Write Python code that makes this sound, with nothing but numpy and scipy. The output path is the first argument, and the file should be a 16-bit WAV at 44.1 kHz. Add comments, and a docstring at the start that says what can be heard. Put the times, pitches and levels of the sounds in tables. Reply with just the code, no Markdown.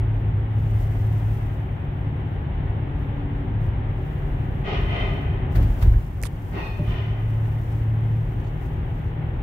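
"""A low body rumble, drivetrain hum and dull tyre roar: inside an electric car rolling through a road tunnel.
Filtered noise makes the rumble and roar, wavering sines of one turning shaft the hum.
Front and rear axle rasp over two ribbed strips (resonant noise); bumps at a joint between them and on the
second strip thud (body modes struck by pushes), rattle the trim and duck the gain.
Close by, a sleeve rustles, a finger clicks and scuffs on the camera, then brushes the touch screen."""
import sys
import numpy as np
from scipy import signal
from scipy.fft import rfft, irfft, next_fast_len
from scipy.io import wavfile

SR = 44100
rng = np.random.default_rng(int(sys.argv[2]) if len(sys.argv) > 2 else 0)


def waveform_to_disk(signal):
    """Save audio, clipped to [-1, 1], as 16-bit WAV at the path in sys.argv[1]."""
    frames = np.transpose(np.atleast_2d(signal))
    scaled = np.clip(frames, -1, 1) * 32767
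    samples = np.round(scaled).astype(np.int16)
    wavfile.write(sys.argv[1], SR, samples)


N = 415422
T = np.arange(N) / SR
SIZE = next_fast_len(N, real=True)
HZ = np.maximum(np.arange(SIZE // 2 + 1) * SR / SIZE, 1)

# All spectra below are relative: f/Hz, level per Hz/dB.
# road surface: t/s, unevenness/dB, coarseness of its grain/dB
ROAD_SURFACE = [(0.4, 2.5, -0.7), (1.7, -2, -1.4), (2.6, 0.6, 0.2), (4.6, 0, 0.5), (5.5, 5, 2),
                (7.3, -1.5, -2), (9.4, 0, -1)]
# spectrum of body rumble: f/Hz, level/dB
RUMBLE_SPECTRUM = [(11, -32.5), (18, -13), (38, 5), (81, 2), (100, 2), (130, -36), (220, -120)]
# spectrum of cabin-air drone: f/Hz, level/dB
DRONE_SPECTRUM = [(80, -27), (100, 0), (125, 1), (155, -2), (195, -10.5), (260, -12), (345, -15.5),
                  (378, -11), (410, -17.5), (480, -20.5), (700, -42)]
# spectrum of tyre roar: f/Hz, level/dB
ROAR_SPECTRUM = [(250, -41.5), (420, -12.5), (466, -12), (533, -2.5), (636, -4), (815, -0.5), (1050, -7.5),
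                 (1290, -10), (1930, -10.5), (2420, -16.5), (3010, -17.5), (3630, -25.5), (4240, -37),
                 (5000, -47), (6500, -78.5), (11000, -120)]
# drivetrain: t/s, pitch of the third shaft order f/Hz
THIRD_ORDER_PITCH = [(0, 107.3), (1.8, 107.1), (3.3, 106.4), (5.5, 106), (6.9, 108.5), (8.16, 111.9),
                     (8.8, 114.2), (9.42, 114.7)]
# steady shaft orders: order -> level/dB
STEADY_ORDERS = {3: -32, 4: -38.5, 8: -52}
# an order booms for a while: order, middle t/s, half length/s, level/dB
ORDER_BOOMS = [(3, 0.67, 0.76, -22.5), (3, 7.65, 0.55, -22), (4, 3.7, 2.1, -38), (8, 3.26, 0.13, -37.5),
               (8, 2.7, 0.69, -47.5), (4, 8.5, .45, -37.5)]
# fingertip on the touch screen: t/s, level/dB, swell/s, t60/s
SCREEN_BRUSHES = [(8.393, -68, .01, .09), (8.432, -68, .015, .15), (8.464, -66, .012, .1),
                  (8.93, -75, .02, .4), (9.05, -74, 0.034, 0.12)]
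# spectrum of skin on glass: f/Hz, level/dB
BRUSH_SPECTRUM = [(3600, -4), (4250, 1), (5000, -9), (6200, -3), (8000, -10)]
# strokes of the sleeve: t/s, level/dB, swell/s, hold/s, t60/s
SLEEVE_STROKES = [(0, -80, 0.016, 0.45, 0.7), (0.475, -61.5, 0.35, 0.53, 1.4),
                  (2.95, -74, .06, 0.022, 0.82), (3.584, -69, 0.052, 0.018, 0.4), (3.8, -70, 0.36, 1, 2),
                  (5.48, -58, 0.14, 0.35, 6.3), (6.195, -61.5, 0.45, 0.27, 0.32),
                  (7.095, -65.5, 0.31, 0.36, 1.36), (7.799, -69, 0.42, 0.35, 4.2),
                  (8.59, -66, 0.055, .02, .3)]
# spectrum of sliding cloth: f/Hz, level/dB
CLOTH_SPECTRUM = [(1500, -4), (4000, -1), (6000, -1.5), (8000, -3.5), (11000, -3), (15000, 2.5)]
# finger on the camera: t/s, tick level/dB, tick t60/s, knock level/dB, knock pitch f/Hz
FINGER_CLICKS = [(6.2166, -36, 0.0022, -60, 2000), (6.227, -22, .0013, -28, 795),
                 (6.234, -29, 0.0051, -27, 560), (6.236, -20, 0.0016, -13.5, 2120),
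                 (6.2543, -27, .003, -25, 1140)]
# modes of the camera case: ratio to the knock pitch, level/dB
CASE_MODES = [(.88, -0.5), (1.15, -0.5), (2.2, -6)]
# spectrum of skin scuffing the case: f/Hz, level/dB
SCUFF_SPECTRUM = [(500, 4), (1200, 0), (3000, -1), (6000, -6), (9500, -0.5), (15000, -14)]
# loose trim rattles: t/s, level/dB, f/Hz, t60/s
TRIM_RATTLES = [(5.553, -45.5, 1700, .16), (5.662, -50, 1400, .12), (5.932, -44, 1620, 0.082),
                (6.555, -33, 323, .35), (6.57, -34.5, 960, 0.27)]
# panel set ringing by a bump: f/Hz, level/dB, t60/s
PING_MODES = [(597, -30, 0.27), (760, -40, .06), (340, -29, .08)]
# shaken trim sizzles: t/s, level/dB, swell/s, t60/s
TRIM_SIZZLES = [(5.549, -39, 0.013, 0.11), (5.612, -45.5, .018, .15), (5.805, -41.5, 0.016, .15),
                (5.823, -37, .004, .06), (5.925, -45, .003, .05)]
# spectrum of sizzling trim: f/Hz, level/dB
TRIM_SPECTRUM = [(500, 16.5), (2300, 7.5), (4500, -1), (9000, -10.5), (15000, -0.5)]
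# axle on a ribbed strip: t/s, level/dB, swell/s, time on strip/s, t60/s, rasp level/dB,
# top edge of the ring f/Hz, tunnel tail level/dB, pitch ratio
AXLE_CROSSINGS = [(4.634, -31.5, 0.073, 0.053, 0.74, -3.5, 4600, -12.5, 0.99),
                  (4.848, -32.3, 0.13, 0.05, .95, -4, 4600, -10.5, .998),
                  (6.512, -34.5, 0.062, 0.038, 0.62, -1, 1960, -13.5, 1.007),
                  (6.83, -37.5, 0.11, 0.044, .95, -0.5, 4580, -9, .98)]
# tyre and strip resonances: f/Hz, -3 dB width/Hz, level/dB
STRIP_RESONANCES = [(405, 53, 4.5), (673, 136, 0.5), (815, 80, -7), (1030, 82, -3), (1244, 60, -3),
                    (1494, 80, -6.5), (1895, 115, -5.5), (2050, 100, -3.5), (2490, 200, -7),
                    (2860, 170, -8.5), (3090, 120, -3), (3610, 180, -13.5), (4170, 220, -22.5),
                    (5150, 160, -31), (6000, 100, -25)]
# spectrum of rib rasp through the bodywork: f/Hz, level/dB
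RASP_SPECTRUM = [(90, -12.5), (160, 10.5), (270, -5.5), (750, -11), (1400, -11.5), (3100, -13), (4000, -23),
                 (5800, -30.5), (7500, -45)]
# singing front tyres on the second strip: f/Hz, -3 dB width/Hz, level/dB
SQUEAL_RESONANCES = [(866, 50, -3.5), (1104, 77, -5), (1860, 90, -7.5), (2467, 24, 1.5), (2646, 85, -4),
                     (3570, 150, -17), (4050, 60, -21), (4340, 55, -17.5), (5110, 50, -23.5),
                     (5880, 80, -27.5)]
# wheel bumps: t/s, push level/dB, length of first push/s, loss per rebound/dB, panel shudder level/dB
WHEEL_JOLTS = [(5.562, -12, 0.013, 0.5, -26.5), (5.824, -10, 0.013, -1, -31),
               (6.521, -21.5, 0.0056, 1, -31), (6.796, -17.5, 0.00422, 3.5, -38),
               (6.873, -17, 0.01083, 2, -55.5)]
# modes of the car body: f/Hz, level/dB, t60/s
BODY_MODES = [(46.1, -6, 0.36), (69.4, 8.5, 0.078), (107.6, 3, 0.2), (154.8, -0.5, 0.34),
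              (293, -14.5, 0.12)]
# spectrum of shuddering panels: f/Hz, level/dB
PANEL_SPECTRUM = [(100, 3), (280, -1.5), (700, -16), (2500, -39.5), (4000, -39.5)]


def from_db(db):
    """Decibels to gain."""
    return 10 ** (np.asarray(db) / 20)


def rms_one(x):
    """Scale to unit rms."""
    return x / np.sqrt(np.mean(x ** 2) + 1e-20)


def in_time(rows):
    """Each column of a curve, interpolated at every sample."""
    t_s, *columns = np.transpose(rows)
    return [np.interp(T, t_s, column) for column in columns]


def colour(points):
    """Gain per frequency of a spectrum, falling steeply past its ends."""
    hz, db = np.transpose(points)
    skirts = np.minimum(1, np.minimum(HZ / hz[0], hz[-1] / HZ)) ** 6
    return from_db(np.interp(np.log(HZ), np.log(hz), db)) * skirts


def dulled(top_hz):
    """Gain per frequency of a steep low-pass."""
    return 1 / np.sqrt(1 + (HZ / top_hz) ** 8)


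def resonances(rows):
    """Gain per frequency of broad resonances, summed in power."""
    power = 0
    for hz, width_hz, db in rows:
        peak = from_db(db) / (1 + (1.3 * (HZ - hz) / width_hz) ** 2)
        power = power + peak ** 2
    return np.sqrt(power)


def rippled(depth_db=2.5, spacing_hz=45):
    """Gain per frequency of fine random peaks and dips, unit rms."""
    knots_hz = np.arange(0, SR / 2, spacing_hz)
    ripple_db = depth_db * np.interp(HZ, knots_hz, rng.standard_normal(len(knots_hz)))
    return rms_one(from_db(ripple_db))


def pan(left_db):
    """Left and right gains; left_db is left over right."""
    return from_db(np.array([[left_db], [-left_db]]) / 2)


def drift(rate_hz):
    """Low-passed noise of unit rms."""
    spectrum = rfft(rng.standard_normal(SIZE)) / (1 + (HZ / rate_hz) ** 2) ** 2
    return rms_one(irfft(spectrum, SIZE)[:N])


def diffuse(gain, drive=None, mic_spacing_m=0.19, sound_speed_m_per_s=343):
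    """Sound from all sides: two spaced microphones agree on long waves only."""
    coherence = np.sinc(2 * HZ * mic_spacing_m / sound_speed_m_per_s)
    noise = rng.standard_normal((2, SIZE)) if drive is None else drive
    a, b = rfft(noise, SIZE) * gain
    mid, side = irfft([a * np.sqrt(1 + coherence), b * np.sqrt(1 - coherence)], SIZE)[:, :N]
    return np.array([mid + side, mid - side]) / np.std(mid)


def ring(force, modes):
    """A force drives two-pole resonators, which ring as decaying sines."""
    out = 0
    for hz, db, t60_s in modes:
        radius = np.exp(-np.log(1000) / (t60_s * SR))
        angle = 2 * np.pi * hz / SR
        poles = [1, -2 * radius * np.cos(angle), radius * radius]
        out = out + from_db(db) * signal.lfilter([0, np.sin(angle)], poles, force + 1e-18)
    return out


def burst(start_s, swell_s, t60_s, hold_s=0):
    """Envelope: smooth rise to 1, hold, exponential fall."""
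    out = np.zeros(N)
    live = slice(int(start_s * SR), int((start_s + swell_s + hold_s + 2 * t60_s) * SR))
    age_s = T[live] - start_s
    rise = np.sin(np.pi / 2 * np.clip(age_s / swell_s, 0, 1))
    fall_s = np.maximum(age_s - swell_s - hold_s, 0)
    out[live] = rise * np.exp(-np.log(1000) * fall_s / t60_s)
    return out


def bursts(rows):
    """Summed envelopes of rows of t/s, level/dB, swell/s, t60/s."""
    return sum(from_db(db) * burst(t_s, swell_s, t60_s) for t_s, db, swell_s, t60_s in rows)


def bent(x, ratio):
    """Play a sound at a time-varying pitch ratio."""
    place = np.cumsum(ratio) % N
    return np.array([np.interp(place, np.arange(N), channel) for channel in x])


def rolling(rumble_db=-27.5, drone_db=-31.0, roar_db=-44.5, roar_follows=0.75, patchy_db=0.5):
    """Road texture shakes body and cabin air; tyre roar is a third, patchy noise band."""
    uneven_db, coarse_db = in_time(ROAD_SURFACE)
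    body = from_db(uneven_db + rumble_db) * diffuse(colour(RUMBLE_SPECTRUM)) * pan(left_db=1.1)
    cabin = from_db(coarse_db + drone_db) * diffuse(colour(DRONE_SPECTRUM)) * pan(left_db=2.0)
    roar_level_db = roar_follows * coarse_db + roar_db + patchy_db * drift(rate_hz=23)
    tyres = from_db(roar_level_db) * diffuse(colour(ROAR_SPECTRUM)) * pan(left_db=1.4)
    return body + cabin + tyres


def drivetrain(waver_db=1.7, wander_rad=0.25):
    """Three orders of one shaft, wavering in level and phase, booming now and then."""
    turns = np.cumsum(in_time(THIRD_ORDER_PITCH)[0]) / 3 / SR
    hum = 0
    for k, steady_db in STEADY_ORDERS.items():
        level = from_db(steady_db)
        for order, middle_s, half_s, db in ORDER_BOOMS:
            if round(order) == k:
                boom = from_db(db) * np.exp(-((T - middle_s) / half_s) ** 4 / 2)
                level = np.hypot(level, boom)
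        level = level * from_db(waver_db * drift(rate_hz=5.9))
        hum = hum + level * np.sin(2 * np.pi * k * turns + wander_rad * drift(rate_hz=2.5))
    return np.sqrt(2) * hum * pan(left_db=0.5)  # levels are rms


def touch_screen():
    """Skin slides over glass in short faint swishes."""
    return bursts(SCREEN_BRUSHES) * diffuse(colour(BRUSH_SPECTRUM))


def sleeve(still_hiss_db=-76.5, grain_db=1.0, uneven_db=1.0):
    """Cloth slides in strokes: fine, slightly grainy hiss above a faint steady one."""
    power = from_db(still_hiss_db) ** 2
    for t_s, db, swell_s, hold_s, t60_s in SLEEVE_STROKES:
        power = power + (from_db(db) * burst(t_s, swell_s, t60_s, hold_s)) ** 2
    flutter_db = grain_db * drift(rate_hz=89) + uneven_db * drift(rate_hz=8)
    return np.sqrt(power) * from_db(flutter_db) * diffuse(colour(CLOTH_SPECTRUM)) * pan(left_db=1.5)


def finger(scuff_db=-45.5, tick_band_hz=(3160, 12500), knock_t60_cycles=11):
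    """Noise ticks, struck case modes and a skin scuff; ticks and scuff lie far right."""
    ticks, knocks = 0, 0
    for t_s, tick_db, tick_t60_s, knock_db, knock_hz in FINGER_CLICKS:
        ticks = ticks + from_db(tick_db) * burst(t_s, 1 / SR, tick_t60_s) * rng.choice([-1, 1], N)
        tap = np.arange(N) == round(t_s * SR)
        modes = []
        for ratio, db in CASE_MODES:
            hz = ratio * knock_hz
            modes.append((hz, knock_db + db, knock_t60_cycles / hz))
        # the lowest mode swings against the others
        knocks = knocks + ring(tap, modes[:1]) - ring(tap, modes[1:])
    ticks = signal.sosfilt(signal.butter(2, tick_band_hz, "band", fs=SR, output="sos"), ticks)
    slide = burst(start_s=6.227, swell_s=0.038, t60_s=0.03, hold_s=0.005)
    scuff = from_db(scuff_db) * slide * diffuse(colour(SCUFF_SPECTRUM))
    return (ticks + scuff) * pan(left_db=-22.0) + knocks * pan(left_db=-4.0)


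def rattles(swell_s=0.0076, width_share=0.19):
    """Shaken trim pieces buzz briefly, each as a noise band at its own pitch."""
    buzz = 0
    for t_s, db, hz, t60_s in TRIM_RATTLES:
        band = diffuse(resonances([(hz, width_share * hz, 0)]))
        buzz = buzz + from_db(db) * burst(t_s, swell_s, t60_s) * band
    return buzz


def panel_ping(start_s=6.792):
    """A bump, as one impulse, sets the modes of a panel ringing."""
    return ring(np.arange(N) == round(start_s * SR), PING_MODES)


def sizzles():
    """Loose trim sizzles after bumps: short bursts of noise."""
    return bursts(TRIM_SIZZLES) * diffuse(colour(TRIM_SPECTRUM)) * pan(left_db=1.5)


def ribbed_strips(slaps_per_s=6000, pitch_waver=0.008,
                  tunnel_swell_s=0.36, tunnel_t60_s=1.7, tunnel_top_hz=2700):
    """Tread slaps on ribs; tyre and strip ring per axle, and the tunnel adds a longer, duller tail."""
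    out = 0
    tunnel_gain = resonances(STRIP_RESONANCES) * dulled(tunnel_top_hz)
    for t_s, level_db, swell_s, hold_s, t60_s, rasp_db, top_hz, tunnel_db, pitch in AXLE_CROSSINGS:
        slaps = rng.standard_normal((2, N)) * (rng.random(N) < slaps_per_s / SR)
        axle_rings = [(pitch * hz, width_hz, db) for hz, width_hz, db in STRIP_RESONANCES]
        ringing = diffuse(resonances(axle_rings) * dulled(top_hz) * rippled())
        rasp = from_db(rasp_db) * diffuse(colour(RASP_SPECTRUM) * rippled(), slaps)
        near = bent(ringing + rasp, 1 + pitch_waver * drift(rate_hz=7.94))
        near = burst(t_s, swell_s, t60_s, hold_s) * near
        tail = burst(t_s, tunnel_swell_s, tunnel_t60_s, hold_s) * diffuse(tunnel_gain)
        out = out + from_db(level_db) * (near + from_db(tunnel_db) * tail)
    return out * pan(left_db=1.0)


def tyre_squeal(level_db=-38, pitch_waver=0.009):
    """Front tyres sing on the second strip: resonant noise with a wavering pitch."""
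    song = bent(diffuse(resonances(SQUEAL_RESONANCES)), 1 + pitch_waver * drift(rate_hz=20))
    envelope = burst(start_s=6.54, swell_s=0.072, t60_s=0.81, hold_s=0.051)
    return from_db(level_db) * envelope * song * pan(left_db=1.0)


def jolts(shudder_swell_s=0.041, shudder_t60_s=0.42, pushes=5,
          first_gap_pushes=1.6, gap_growth=1.31, push_growth=1.106):
    """A hit and its ever slower rebounds ring the body, long pushes only low modes; panels shudder."""
    force, shudder = np.zeros(N), 0
    for t_s, db, first_length_s, loss_db, shudder_db in WHEEL_JOLTS:
        shudder = shudder + from_db(shudder_db) * burst(t_s, shudder_swell_s, shudder_t60_s)
        for k in range(pushes):
            length_s = first_length_s * push_growth ** k
            during = slice(int(t_s * SR), int((t_s + length_s) * SR))
            turn = np.pi * (T[during] - t_s) / length_s
            push = -np.sin(2 * turn) * np.sin(turn)  # the wheel drops, then is thrown back
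            force[during] += from_db(db - loss_db * k) * push / np.abs(push).sum()
            t_s = t_s + first_gap_pushes * first_length_s * gap_growth ** k
    return ring(force, BODY_MODES) + shudder * diffuse(colour(PANEL_SPECTRUM))


def gain_control(x, threshold_db=-18.0, squeeze=0.71, window_s=0.072, attack_s=0.086,
                 release_db_per_s=4.0):
    """Level above the threshold turns the gain down; the cut is released at a constant dB rate."""
    pole, lag = np.exp(-1 / (window_s * SR)), np.exp(-1 / (attack_s * SR))
    power = signal.lfilter([1 - pole], [1, -pole], np.mean(x ** 2, axis=0))
    level_db = 10 * np.log10(power + 1e-12)
    cut_db = squeeze * np.maximum(level_db - threshold_db, 0)
    released_db = release_db_per_s * T
    held_db = np.maximum.accumulate(cut_db + released_db) - released_db
    return x * from_db(-signal.lfilter([1 - lag], [1, -lag], held_db))


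def scene():
    """Everything heard from the driver's seat, background first."""
    background = rolling() + drivetrain()
    close_by = touch_screen() + sleeve() + finger()
    shaken = rattles() + panel_ping() + sizzles()
    return background + close_by + shaken + ribbed_strips() + tyre_squeal() + jolts()


def record(dry):
    """Microphone drops the deepest bass, gain ducks under loud thuds, the top is cut."""
    thinned = signal.sosfilt(signal.butter(2, 22, "high", fs=SR, output="sos"), dry)
    top_cut = signal.ellip(10, 0.1, 80, 15600, fs=SR, output="sos")  # ripple/dB, stop/dB, f/Hz
    return signal.sosfilt(top_cut, gain_control(thinned))


dry = scene()
out = record(dry)
waveform_to_disk(out)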